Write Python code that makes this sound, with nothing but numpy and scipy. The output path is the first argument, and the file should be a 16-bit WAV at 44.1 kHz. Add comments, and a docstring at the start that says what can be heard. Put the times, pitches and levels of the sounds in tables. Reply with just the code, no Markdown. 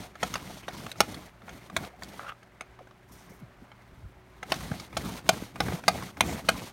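"""A plastic pet-hair remover is pushed back and forth over bedding, close up in a quiet bedroom.
At each turn its brush roller flips and clacks against the hollow housing; then bristles hiss over the
weave and the cloth rumbles. Just after two seconds the housing catches and scrapes, and the strokes
pause: the bedding is shifted with whispers and soft bumps. From 4.5 s the strokes return and the folds
snap harder. Soft air noise and an appliance hum lie under it all."""
import sys
import numpy as np
from scipy import signal
from scipy.fft import rfft, irfft, next_fast_len
from scipy.io import wavfile
from scipy.ndimage import uniform_filter1d

SR = 44100
rng = np.random.default_rng(int(sys.argv[2]) if len(sys.argv) > 2 else 0)


def waveform_to_disk(signal):
    """Save audio, clipped to [-1, 1], as 16-bit WAV at the path in sys.argv[1]."""
    frames = np.transpose(np.atleast_2d(signal))
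    scaled = np.clip(frames, -1, 1) * 32767
    samples = np.round(scaled).astype(np.int16)
    wavfile.write(sys.argv[1], SR, samples)


N = 296352
T = np.arange(N) / SR

# the roller flips from stop to stop:
# clack_s, swing_ms, tick_db, body_db, wall_db, crack_db, chatter_ms, spot_hz
ROLLER_FLIPS = [(0.23, 75, -48.5, -29, -30.5, -35, 4, 1380), (0.682, 50, -56, -38, -40, -45, 5.9, 1040),
                (1.0051, 47, -54, -22.5, -21.5, -21.5, 1.5, 820), (1.481, 61, -57, -51, -49, -67, 5, 880),
                (1.7654, 66, -48, -34, -29.5, -32, 2.9, 1460),
                (2.034, 10.7, -45, -58, -58, -45, 0.82, 4550),
                (4.5204, 91.4, -39.5, -29, -29, -31, 2.7, 1100),
                (4.9691, 41, -50.5, -32, -35, -34.5, 5.9, 716),
                (5.2915, 27, -52, -19.5, -23.5, -21, 1.23, 694),
                (5.604, 45.5, -45, -28.5, -29.5, -32, 3.6, 2030),
                (5.8807, 43, -46, -22, -21, -22.5, 4.7, 717),
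                (6.2078, 37, -47.5, -27.5, -23, -23.5, 2.1, 2130),
                (6.488, 40, -56, -24.5, -21.5, -25.5, 3.9, 1470)]
# ring of the hollow plastic housing: pitch_hz, relative_peak_db, t60_s
HOUSING_MODES = [(189, -1, 0.066), (403.5, -13, 0.057), (508, -2.5, 0.034), (658, 3.5, 0.037),
                 (744, 0.5, 0.064), (833, -3.5, 0.031), (1112, -7, 0.03), (1282, -5, 0.027),
                 (1456, -9.5, 0.05), (1590, -9.5, 0.014), (2214, -8.5, 0.029), (2457, -10.5, 0.086),
                 (3350, -14.5, 0.021), (3817, -16.5, 0.0063), (4000, -21.5, 0.025), (4420, -14, 0.014),
                 (5495, -19.5, 0.013), (6150, -17.5, 0.0095), (6430, -15, 0.0068), (7050, -26, 0.022),
                 (8820, -16.5, 0.015), (9600, -19.5, 0.01), (12300, -29.5, 0.023)]
# dense, quickly damped ring of its walls: frequency_hz, gain_db
CRACK_EQ = [(100, -20.5), (400, 2), (700, -7), (950, -3), (1400, -5.5), (2800, -8), (3700, -6), (6000, -13),
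            (7600, -15.5), (9400, -24.5), (10600, -22), (16000, -28)]
# the housing is jolted in the hand: time_s, wall_db, brightness_db, spot_hz
HAND_JOLTS = [(0.34, -37.5, 7, 6300), (0.356, -34, 0, 1350), (0.865, -43, -1.5, 1570),
              (0.916, -49, 14.5, 2130), (1.144, -51.5, 12.5, 9390), (1.493, -49, 1.5, 6420),
              (1.848, -53, 9.5, 1070), (2.43, -59, -0.5, 1750), (2.6092, -41, 0, 2630),
              (2.7903, -55, -8.5, 1310), (2.872, -58.5, -7, 1170), (2.91, -59.5, -4, 1200),
              (3.717, -56, -3.5, 2910), (4.541, -42.5, 6.5, 5900), (4.717, -42.5, -9, 1650),
              (4.7987, -48.5, 9.5, 6260), (5.6845, -39.5, -9, 1800), (5.723, -49, -4, 1010),
              (6.024, -42.5, -2.5, 1030)]
# pushes and pulls over the bed:
# start_s, length_s, hardest_press_fraction, slowing_db_per_s, rumble_db, rub_db, hiss_db
BRUSH_STROKES = [(-0.15, 0.21, 0.58, 11, -39, -48, -48.5), (0.191, 0.42, 0.61, 17, -45, -48.5, -50.5),
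                 (0.659, 0.25, 0.78, 0.5, -43, -47, -51.5), (0.98, 0.31, 0.65, 43, -42, -48, -53),
                 (1.454, 0.23, 0.28, -3, -48.5, -52.5, -60), (1.737, 0.15, 0.63, 28, -41, -46.5, -54.5),
                 (2.004, 0.28, 0.3, -3.5, -47.5, -52.5, -55.5), (3.106, 0.21, .3, 4, -55.5, -60, -63.5),
                 (3.31, 0.03, .5, 0, -46, -53, -70), (3.618, 0.06, 0.37, 35, -52.5, -60, -75.5),
                 (3.76, 0.4, 0.69, 6, -60.5, -73, -77), (4.48, 0.38, 0.59, 18, -42, -48, -49),
                 (4.955, 0.23, 0.5, -14, -36, -44, -47), (5.256, 0.24, 0.41, 18, -41, -47, -49.5),
                 (5.591, 0.2, .5, -8, -34.5, -42, -46.5), (5.848, 0.25, 0.63, 24, -38.5, -47, -49),
                 (6.205, 0.2, 0.56, 14, -33, -40.5, -46.5), (6.455, 0.24, 0.53, 13, -40, -46.5, -48.5)]
# tone of a stroke's three layers (cloth, housing, bristles): frequency_hz, gain_db
RUMBLE_EQ = [(25, -30), (55, -2), (110, -3), (180, 0.5), (260, -4.5), (340, -7.5), (480, -14.5),
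             (900, -38.5)]
RUB_EQ = [(280, -22), (480, -1), (670, 4), (950, 0.5), (1350, -2), (1750, -5.5), (2150, -1.5), (2800, -15),
          (4000, -30)]
HISS_EQ = [(2000, -3.5), (3300, 1.5), (4400, 0), (5000, -3.5), (6200, -2), (7700, -8), (9300, -4),
           (10500, -11.5), (12400, -7.5), (16000, -18.5)]
# ribs of the weave zip under the bristles: centre_s, length_s, start_hz, end_hz, rms_db
WEAVE_ZIPS = [(0.641, 0.051, 2400, 2700, -55.5), (0.772, 0.19, 4500, 5200, -59.5),
              (0.982, 0.041, 5700, 6000, -58), (2.294, 0.037, 2660, 2720, -48),
              (4.784, 0.15, 4220, 3570, -61), (5.073, 0.088, 4880, 4440, -66),
              (6.297, 0.16, 6760, 6560, -51)]
# folds snapping taut and soft bumps on the bed: centre_s, peak_db, start_hz, end_hz, half_width_ms
FOLD_SNAPS = [(1.177, -36, 424, 220, 6), (2.813, -43.5, 780, 530, 11), (3.321, -48, 897, 400, 8),
              (3.434, -39, 307, 128, 24), (3.627, -44.5, 396, 218, 12.7), (3.935, -45.5, 89, 53.6, 22),
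              (3.985, -48, 100.6, 59.5, 22), (4.047, -40, 131.4, 63, 27), (4.064, -38.5, 194, 76.4, 18.3),
              (4.175, -48, 101.5, 60.3, 13), (4.7196, -21, 271, 140, 8.7), (5.426, -27, 720, 170, 4.3),
              (5.6876, -21.5, 1300, 286, 2.65), (5.724, -24.5, 1260, 520, 1.8),
              (5.745, -26, 222, 158, 11.7)]
# the housing catches and scrapes along: start_s, length_s, level_db
HOUSING_SCRAPES = [(2.192, 0.005, -36), (2.202, 0.017, -47), (2.23, 0.025, -42.5), (2.262, 0.06, -41.5)]
# nasal tone of the scraping plastic: frequency_hz, gain_db
SCRAPE_EQ = [(250, -28), (550, -5), (1050, -5), (1340, 5), (1650, -7), (2600, -13.5), (4000, -25),
             (9000, -43)]
# the sheet slides lightly during the pause: start_s, length_s, level_db
SHEET_SLIDES = [(3.08, 0.027, -61.5), (3.115, 0.15, -57), (3.29, 0.084, -59.5), (3.39, 0.015, -58)]
# airy tone of the sheet: frequency_hz, gain_db
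SHEET_EQ = [(2000, -16), (4500, -12), (5600, -1), (7500, -5), (9300, -4), (10500, -9), (12500, -4),
            (16000, -11)]
# dark air noise of the room: frequency_hz, gain_db
AIR_EQ = [(15, -41), (25, -15), (58, 1.5), (87, -14.5), (123, -8.5), (145, -24), (326, -26), (363, -11),
          (516, -19), (575, -14.5), (754, -15.5), (1560, -15), (16000, -51.5)]
# hum of a household appliance: pitch_hz, rms_db
APPLIANCE_HUM = [(59.5, -68), (119, -63.5), (371.4, -69.5), (576, -75)]


def roller(lead_s=0.0007):
    """Hero hits: at each turn the roller ticks off one stop, swings over and clacks against the other."""
    out = np.zeros(N)
    tick_balance_db = np.array([-4.5, 0, -11.5])  # body, wall, crack: a dull tick
    for clack_s, swing_ms, tick_db, *levels_db, chatter_ms, spot_hz in ROLLER_FLIPS:
        add(out, clack(levels_db, chatter_ms, spot_hz), clack_s - lead_s)
        tick = clack(tick_db + tick_balance_db, chatter_ms=3.2, spot_hz=1200)
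        add(out, tick, clack_s - swing_ms / 1000 - lead_s)
    return out


def clack(levels_db, chatter_ms, spot_hz):
    """A hit rings the housing, with a boost at the struck spot's own pitch."""
    t = T[:SR // 10]
    hz, db, t60_s = np.transpose(HOUSING_MODES)[:, :, None]
    # the grip shifts, so the modes come out a little differently each time
    hz = hz * (1 + 0.008 * rng.standard_normal(hz.shape))
    strength = undb(db + 1.5 * rng.standard_normal(hz.shape)) / t60_s
    strength[1::2] *= -1  # neighbouring modes swing in opposite senses
    ring = np.sum(strength * np.sin(2 * np.pi * hz * t) * decay(t, t60_s), axis=0)
    crack = colour(rng.standard_normal(len(t)) * decay(t, t60_s=0.013), CRACK_EQ)
    housing = unit(ring) + undb(-2) * unit(crack)
    hit = signal.fftconvolve(contacts(t, chatter_ms), housing)[:len(t)]
    hit = hit + signal.lfilter(*signal.iirpeak(spot_hz, Q=6.2, fs=SR), hit)
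    return balance_bands(hit, levels_db)


def contacts(t, chatter_ms, ticks_per_s=7000):
    """Force on the housing: one blow, then chatter that builds and dies away, and a small rebound."""
    chatter_s = chatter_ms / 1000
    ticks = rng.standard_normal(len(t)) * (rng.random(len(t)) < ticks_per_s / SR)
    build = 1 - np.exp(-(t / (0.21 * chatter_s)) ** 2)
    chatter = ticks * build * np.exp(-t / chatter_s)
    chatter *= undb(-2) / np.sqrt(np.sum(chatter ** 2) + 1e-12)
    add(chatter, undb([-16]), start_s=rng.uniform(0.006, 0.012))  # the rebound
    # light contacts only tick the walls; the broad main blow alone pumps the air in the cavity
    blow = signal.lfilter(*signal.butter(2, 2500, fs=SR), signal.unit_impulse(len(t)))
    return blow + signal.lfilter(*signal.butter(2, 900, "high", fs=SR), chatter)


def balance_bands(hit, levels_db, crossovers_hz=(1000, 2800), window_s=0.02):
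    """Level a hit's body (lows), wall (mids) and crack (highs), each as rms if spread over the window."""
    body, body_and_wall = (signal.sosfiltfilt(signal.butter(4, hz, fs=SR, output="sos"), hit)
                           for hz in crossovers_hz)
    bands = body, body_and_wall - body, hit - body_and_wall
    return sum(undb(db) * band * np.sqrt(window_s * SR / np.sum(band ** 2))
               for db, band in zip(levels_db, bands))


def jolts(lead_s=0.00058):
    """Lighter knocks that favour the walls over the cavity; a harder contact trades body for crack."""
    out = np.zeros(N)
    for time_s, wall_db, brightness_db, spot_hz in HAND_JOLTS:
        levels_db = wall_db + np.array([-7 - brightness_db, 0, -7 + brightness_db])
        add(out, clack(levels_db, chatter_ms=2.6, spot_hz=spot_hz), time_s - lead_s)
    return out


def brushing():
    """The cloth puckers under the head, the housing rubs on it and bristles flick over the weave."""
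    *_, rumble_db, rub_db, hiss_db = np.transpose(BRUSH_STROKES)
    grip = undb(wander(70))  # the drag grips and lets go
    rumble = unit(colour(grains(per_s=1500, spread_db=2.5), RUMBLE_EQ))
    rub = shimmer(colour(grains(per_s=2500, spread_db=3), RUB_EQ), depth_db=4, rate_hz=60)
    hiss = unit(colour(grains(per_s=13000, spread_db=3.5), HISS_EQ))
    rumble_gain = stroke_envelope(rumble_db, speed_power=0.9, easing_db=7.6, rest_db=-62, lead_s=0.02)
    rub_gain = stroke_envelope(rub_db, speed_power=0.75, easing_db=4, rest_db=-64.5, lead_s=-0.01)
    hiss_gain = stroke_envelope(hiss_db, speed_power=1.1, easing_db=2, rest_db=-76, lead_s=-0.01)
    cloth = (rumble * rumble_gain + rub * rub_gain) * grip
    bristles = (hiss * grip ** 2 + snags()) * hiss_gain
    return cloth + bristles


def stroke_envelope(levels_db, speed_power, easing_db, rest_db, lead_s):
    """Each stroke speeds up, presses hardest once, slows and creeps into the turn."""
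    speed_up_s, slow_down_s, creep_s = 0.03, 0.017, 0.12
    t = T + lead_s
    energy = undb(rest_db) ** 2
    for (start_s, length_s, hardest_press, slowing_db_per_s, *_), db in zip(BRUSH_STROKES, levels_db):
        age_s = t - start_s
        speed = (1 + np.tanh(age_s / speed_up_s)) * (1 + np.tanh((length_s - age_s) / slow_down_s)) / 4
        progress = np.clip(age_s / length_s, 0, 1)
        press_db = -easing_db * (2 * (progress - hardest_press)) ** 2
        slowing_db = slowing_db_per_s * length_s * (progress - 0.5)
        push = speed ** speed_power * undb(press_db - slowing_db)
        creep = undb(-17) * np.exp(-np.abs(age_s - progress * length_s) / creep_s)
        energy = energy + undb(db) ** 2 * (push ** 2 + creep ** 2)
    return np.sqrt(energy)


def snags():
    """Crackle in the hiss: bristles catch on threads and flick free."""
    return undb(-7) * unit(colour(grains(per_s=110, spread_db=2.5), CRACK_EQ))


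def zips(blur=0.43):
    """Threads pass at a rate set by the speed of the hand; their uneven spacing blurs the pitch."""
    out = np.zeros(N)
    for centre_s, length_s, start_hz, end_hz, rms_db in WEAVE_ZIPS:
        n = int(length_s * SR)
        phase = 2 * np.pi * np.cumsum(np.linspace(start_hz, end_hz, n)) / SR
        flutter = uniform_filter1d(rng.standard_normal((2, n)), int(SR / (blur * start_hz)))
        sweep = flutter[0] * np.sin(phase) + flutter[1] * np.cos(phase)
        add(out, undb(rms_db) * unit(np.hanning(n) * sweep), centre_s - length_s / 2)
    return out


def folds(crease_rad=0.6):
    """A ripple runs through the cloth: short waves arrive first, so each snap falls in pitch."""
    out = np.zeros(N)
    for centre_s, peak_db, start_hz, end_hz, half_width_ms in FOLD_SNAPS:
        half_width_s = half_width_ms / 1000
        offset = np.arange(-2 * half_width_s, 2 * half_width_s, 1 / SR) / half_width_s
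        pitch_hz = end_hz + (start_hz - end_hz) * (1 - np.tanh(2 * offset + 1)) / 2
        phase = 2 * np.pi * np.cumsum(pitch_hz) / SR
        phase += crease_rad * wander(end_hz)[:len(offset)]  # creases make the fall uneven
        snap = np.exp(-2 * offset ** 2) * np.sin(phase)
        add(out, undb(peak_db) * snap, centre_s - 2 * half_width_s)
    return out


def scrape():
    """Coarse slips ring one broad resonance of the plastic."""
    slips = colour(grains(per_s=1100, spread_db=1.5), SCRAPE_EQ)
    return slide(slips, HOUSING_SCRAPES, attack_s=0.0024, release_s=0.0053, fade_db=0.5)


def sheet():
    """Fine slips make the sheet whisper."""
    slips = colour(grains(per_s=10000, spread_db=4), SHEET_EQ)
    return slide(slips, SHEET_SLIDES, attack_s=0.0085, release_s=0.008, fade_db=9)


def bedroom_echo(x, t60_s=0.11, build_s=0.0064, dull_hz=3500, send_db=-15.5):
    """A faint, short, dull echo from the walls."""
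    t = T[:SR // 2]
    tail = rng.standard_normal(len(t)) * decay(t, t60_s) * (1 - np.exp(-(t / build_s) ** 2))
    tail = signal.lfilter(*signal.butter(1, dull_hz, fs=SR), tail / np.sqrt(np.sum(tail ** 2)))
    return undb(send_db) * signal.fftconvolve(x, tail)[:N]


def room_tone(air_db=-59.5):
    """Soft air noise and the wavering hum of a household appliance."""
    air = unit(colour(rng.standard_normal(N), AIR_EQ)) * undb(air_db + 1.3 * wander(5.7))
    hum = np.zeros(N)
    for pitch_hz, rms_db in APPLIANCE_HUM:
        gain = np.sqrt(2) * undb(rms_db + 2.5 * wander(7))
        hum += gain * np.sin(2 * np.pi * pitch_hz * T + 0.6 * wander(8.2))
    return air + hum


def slide(slips, cues, attack_s, release_s, fade_db):
    """Gate a stick-slip texture into short slides: each starts quickly, fades and stops."""
    gain = np.zeros(N)
    for start_s, length_s, level_db in cues:
        age_s = T - start_s
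        gate = np.clip(age_s / attack_s, 0, 1) * np.exp(-np.maximum(age_s - length_s, 0) / release_s)
        gain += gate * undb(level_db - fade_db * np.clip(age_s / length_s, 0, 1))
    return shimmer(slips, depth_db=2.5, rate_hz=39) * gain


def shimmer(x, depth_db, rate_hz):
    """As the contact patch moves, neighbouring half-octaves swell and fade on their own."""
    spectrum = rfft(x)
    hz = np.arange(len(spectrum)) * SR / N
    half_octaves = 2 * np.log2(np.maximum(hz, 250) / 250)
    bands = (irfft(spectrum * np.maximum(1 - np.abs(half_octaves - k), 0), N) for k in range(14))
    return unit(sum(band * undb(depth_db * wander(rate_hz)) for band in bands))


def grains(per_s, spread_db):
    """Tiny slips at random moments, most weak and a few strong."""
    slips = (rng.random(N) < per_s / SR) * rng.choice([-1, 1], N)
    strength_db = spread_db * np.minimum(rng.exponential(size=N), np.log(100))
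    return unit(slips * undb(strength_db))


def wander(rate_hz):
    """Smooth random modulation at rms 1."""
    hold = int(SR / rate_hz)
    steps = np.repeat(rng.standard_normal(N // hold + 1), hold)[:N]
    return unit(uniform_filter1d(steps, hold))


def colour(x, eq):
    """Minimum-phase EQ through (frequency_hz, gain_db) points."""
    hz, db = np.transpose(eq)
    n = 2 * next_fast_len(len(x))
    bins_hz = np.maximum(np.arange(n // 2 + 1) * SR / n, 1)
    gain = undb(np.interp(np.log(bins_hz), np.log(hz), db))
    cepstrum = irfft(np.log(gain))
    cepstrum[1:n // 2] *= 2  # folded forward, so nothing rings ahead of a transient
    cepstrum[n // 2 + 1:] = 0
    return irfft(rfft(x, n) * np.exp(rfft(cepstrum)))[:len(x)]


def decay(t, t60_s):
    """Fall by 60 dB every t60_s."""
    return np.exp(-np.log(1000) * t / t60_s)


def undb(db):
    """Decibels to gain."""
    return 10 ** (np.asarray(db) / 20)


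def unit(x):
    """Scale to rms 1."""
    return x / np.sqrt(np.mean(x ** 2) + 1e-20)


def add(out, x, start_s):
    """Mix x into out from the given time on."""
    i = max(int(start_s * SR), 0)
    out[i:i + len(x)] += x[:len(out) - i]


def scene():
    """The tool and the bedding up close, with the room behind them, in mono."""
    near = roller() + jolts() + brushing() + zips() + folds() + scrape() + sheet()
    return (near + bedroom_echo(near) + room_tone())[None]


def record(dry, ceiling=0.96, top_hz=16000):
    """Round off the sharpest peaks and cut the extreme treble."""
    rounded = ceiling * np.tanh(dry / ceiling)
    return signal.sosfilt(signal.ellip(10, 0.2, 80, top_hz, fs=SR, output="sos"), rounded)


dry = scene()
out = record(dry)
waveform_to_disk(out)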